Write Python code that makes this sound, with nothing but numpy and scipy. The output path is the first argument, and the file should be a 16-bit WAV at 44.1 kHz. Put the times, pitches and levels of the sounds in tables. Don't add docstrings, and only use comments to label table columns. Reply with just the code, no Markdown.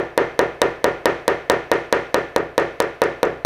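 import sys
import numpy as np
from scipy import signal
from scipy.fft import rfft
from scipy.io import wavfile

SR = 44100
rng = np.random.default_rng(int(sys.argv[2]) if len(sys.argv) > 2 else 0)


def to_wav(sig):
    pcm = np.clip(np.atleast_2d(sig), -1, 1) * 32767
    pcm = np.round(pcm).astype(np.int16)
    wavfile.write(sys.argv[1], SR, pcm.T)


def makeup_ratio(level_db):
    decades = np.asarray(level_db, float) / 20
    return 10 ** decades


N = 152145
PAD = 4410
SPAN = 30000
DIP_S = .00016


def read(points, hz):
    f, value = np.transpose(points)
    return np.interp(np.log(hz + 1), np.log(f + 1), value)


def add(mix, start_s, sound):
    part = mix[PAD + round(start_s * SR):][:len(sound)]
    part += sound[:len(part)]


def rise(delay_s, rise_s):
    t = np.arange(SPAN) / SR
    return 1 - np.exp(-np.maximum(t - delay_s, 0) / rise_s)


def ring(modes, offsets_db=0, flip=1):
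    hz, db, t60 = np.transpose(modes)[:, :, None]
    t = np.arange(SPAN) / SR
    sign = flip ** np.arange(len(modes))[:, None]
    envelope = makeup_ratio(db + offsets_db - 60 * t / t60)
    return -(sign * envelope * np.sin(2 * np.pi * hz * t)).sum(0)


def hiss(colour, t60s, size=SPAN):
    hop, window = 128, 512
    frames = size // hop + 5
    hz = np.fft.rfftfreq(window, 1 / SR)
    z = rng.standard_normal((frames, len(hz), 2)) @ [1, 1j]
    gain = makeup_ratio(read(colour, hz))
    t = np.arange(frames)[:, None] * hop / SR
    z = z * gain / np.linalg.norm(gain) * makeup_ratio(-60 * t / read(t60s, hz))
    return signal.istft(z.T, nperseg=window, noverlap=window - hop)[1][:size]


def chatter(colour, t60_s):
    size = 1024
    z = rfft(rng.standard_normal(size))
    burst = np.fft.irfft(z * makeup_ratio(read(colour, np.fft.rfftfreq(size, 1 / SR))))
    return burst * makeup_ratio(-60 * np.arange(size) / SR / t60_s)


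def hump(start_s, length_s):
    u = (np.arange(SPAN) / SR - start_s) / length_s
    return np.sin(np.pi * np.clip(u, 0, 1))


def still_air():
    # frequency in Hz, shop air in dB per Hz.
    air_colour = [(20, -29), (200, -17), (470, -48), (1840, 1), (4500, -17), (8000, -35), (15500, -41),
                  (16800, -75)]
    # frequency in Hz, microphone self-noise in dB per Hz.
    self_colour = [(3000, -6), (9000, 0), (15500, -2), (16300, -30)]
    steady = [(20, 1e6), (20000, 1e6)]
    return makeup_ratio(-56) * hiss(air_colour, steady, N) + makeup_ratio(-70) * hiss(self_colour, steady, N)


def diffuse_answer():
    # frequency in Hz, dense door ring in dB per Hz.
    dense_colour = [(40, -33), (240, -11.5), (430, 1.5), (990, -11.5), (1760, -6.5), (3060, -21.5),
                    (6500, -41), (16000, -75)]
    # frequency in Hz, t60 of the dense ring in s.
    dense_t60 = [(60, 1), (260, 0.27), (700, 0.4), (1840, 0.17), (4850, 0.12), (12000, .08)]
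    # frequency in Hz, workshop answer in dB per Hz.
    shop_colour = [(200, -22.5), (340, 1.5), (900, -12.5), (1850, -4.5), (5000, -29), (6000, -29),
                   (7000, -38.5), (16000, -55)]
    # frequency in Hz, t60 of the workshop in s.
    shop_t60 = [(60, 0.79), (260, 0.33), (700, 0.96), (1840, .55), (6000, 0.53), (9000, 0.56),
                (14000, 0.23)]
    dense = makeup_ratio(-12.5) * rise(0, 0.0072) * hiss(dense_colour, dense_t60)
    shop = makeup_ratio(-23) * rise(0.014, 0.0071) * hiss(shop_colour, shop_t60)
    return dense + shop


def cavity_boom():
    # frequency in Hz, level in dB, t60 in s.
    boom_modes = [(67, -30.5, .45), (114.2, -31.5, 0.29), (127, -44, 0.9), (155.9, -31, 0.41),
                  (177.2, -53.5, 0.16), (268.7, -28, 0.3)]
    rise_turns = 3.6
    return sum(rise(0, rise_turns / mode[0]) ** 2 * ring([mode]) for mode in boom_modes)


def bounce_rattle():
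    # frequency in Hz, rattle in dB per Hz.
    rattle_colour = [(2500, -20), (5500, 5), (10000, -7.5), (15000, -23)]
    return chatter(rattle_colour, 0.017)


def plastic_crack(tick_db):
    # frequency in Hz, crack in dB per Hz.
    crack_colour = [(2000, -32), (4000, 26), (6500, -2), (10000, -2), (15500, 2)]
    return makeup_ratio(-15 + tick_db) * chatter(crack_colour, .007)


def panel_ring(creep, lean):
    # frequency in Hz, level in dB, t60 in s.
    shell_modes = [(343.8, -11, 0.42), (429, -8, 0.29), (466.2, -3.5, .3), (481.5, 1.5, 0.1),
                   (535, -17.5, 0.48), (563.6, -14.5, 0.47), (598, -19.5, 0.43), (629.7, -28, 0.56),
                   (677, -24, 0.44), (739.7, -16.5, 0.44)]
    # frequency in Hz, level in dB, t60 in s.
    skin_modes = [(915, -11, 0.16), (986, -13.5, 0.34), (1002, -24, 0.17), (1227, -24, 0.21),
                  (1417, -18.5, 0.45), (1478, -18.5, 0.13), (1615, -13, 0.14), (1700.5, -16.5, 0.13),
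                  (1766, -16, 0.52), (1828, -10.5, 0.24), (2086, -20, 0.47), (2256, -31, 0.35),
                  (2508, -30.5, 0.62)]
    # frequency in Hz, level in dB, t60 in s.
    flex_modes = [(505, -2, .04), (920, -11, .015), (1350, -9, .008), (1900, -12, .012)]
    # frequency in Hz, level in dB, t60 in s.
    frame_modes = [(388, -9, .17), (414, -13, .17)]
    drift_db, scatter_db, frame_swap_db = 1, 1.59, 8
    offsets_db = drift_db * lean * (creep - .5) + scatter_db * rng.standard_normal(lean.shape)
    shell_db, skin_db = np.split(offsets_db, [len(shell_modes)])
    frame_db = frame_swap_db * creep * np.array([[-1], [.5]])
    rung = rise(0, 0.00077) * (ring(flex_modes) + ring(shell_modes, shell_db - 13, flip=-1))
    rung = rung + rise(0, 0.0029) * ring(skin_modes, skin_db - 14, flip=-1)
    rung = rung + rise(0, .018) ** 2 * ring(frame_modes, frame_db)
    return signal.lfilter(*signal.butter(2, 250, "high", fs=SR), rung)


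def push(tick_db):
    snap_s, in_s, out_s = .00008, .00039, .00068
    snap_start, in_start, out_start = np.cumsum([DIP_S, snap_s, in_s])
    contact = -makeup_ratio(-10) * hump(0, DIP_S) + makeup_ratio(4 + tick_db) * hump(snap_start, snap_s)
    swing_in = -makeup_ratio(22) * hump(in_start, in_s)
    swing_out = makeup_ratio(13) * hump(out_start, out_s) ** 1.68
    return contact + swing_in + swing_out


def hammer_taps():
    # tick in dB, blow in dB, bounce in dB, brightness of the ring in dB.
    strengths = [(-6, 0.5, -16, -2.5), (-5, 2, -42, 0), (-11, 2.5, -30.5, -1.5), (2, 2, -39.5, 0),
                 (-7, 2, -37, -0.5), (0.5, 2, -44, 1.5), (-1.5, 0.5, -36, 1.5), (4, 2.5, -25, 1),
                 (-5, 0.5, -31, 2.5), (-10, 0.5, -39, 3), (-9, 1, -39, 1), (-14, 1, -32, -5.5),
                 (-11, 1.5, -31, 1), (-3, -2, -26, 2.5), (-9.5, 1, -24, 1), (-16, 1.5, -34, -4),
                 (-6, 1, -34, 4.5)]
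    tap_times = [-.037, .1770, .3917, .6171, .8428, 1.0566, 1.2796, 1.4986, 1.7158, 1.9262, 2.1436, 2.3620,
                 2.5794, 2.8023, 3.0179, 3.2304, 3.4491]
    bounce_delays = [20, 22, 20.5, 20, 20, 20, 20, 19.5, 20, 20, 20, 18.5, 19, 20, 20, 21.5, 20]
    lead_s = .00013
    fresh = .35
    mix = np.zeros(N + PAD)
    treble = signal.butter(1, 1190, "high", fs=SR)
    boom = cavity_boom()
    early, late = diffuse_answer(), diffuse_answer()
    lean = rng.uniform(-2.5, 1, (23, 1))
    for tap_s, strength, bounce_ms in zip(tap_times, strengths, bounce_delays):
        tick_db, blow_db, bounce_db, bright_db = strength
        s = tap_s + lead_s
        creep = np.clip(s * SR / N, 0, 1) ** 2
        same = np.cos(creep) * early + np.sin(creep) * late
        diffuse = np.sqrt(1 - fresh ** 2) * same + fresh * diffuse_answer()
        door = panel_ring(creep, lean) + diffuse
        door = door + (makeup_ratio(bright_db) - 1) * signal.lfilter(*treble, door) + boom
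        add(mix, s, push(tick_db) + makeup_ratio(blow_db) * door)
        add(mix, s + DIP_S, plastic_crack(tick_db))
        add(mix, s + bounce_ms / 1000, makeup_ratio(bounce_db) * bounce_rattle())
    return mix[PAD:]


def scene():
    return (hammer_taps() + still_air())[None]


def roll_off(x):
    return signal.sosfilt(signal.butter(12, 16790, fs=SR, output="sos"), x)


def record(dry):
    clip_level, knee = .65, 12
    flat = dry / (3 + abs(dry / clip_level) ** knee) ** (1 / knee)
    band_limit = signal.firwin(63, 15900, fs=SR)[None]
    return roll_off(signal.oaconvolve(flat, band_limit, "same"))


dry = scene()
out = record(dry)
to_wav(out)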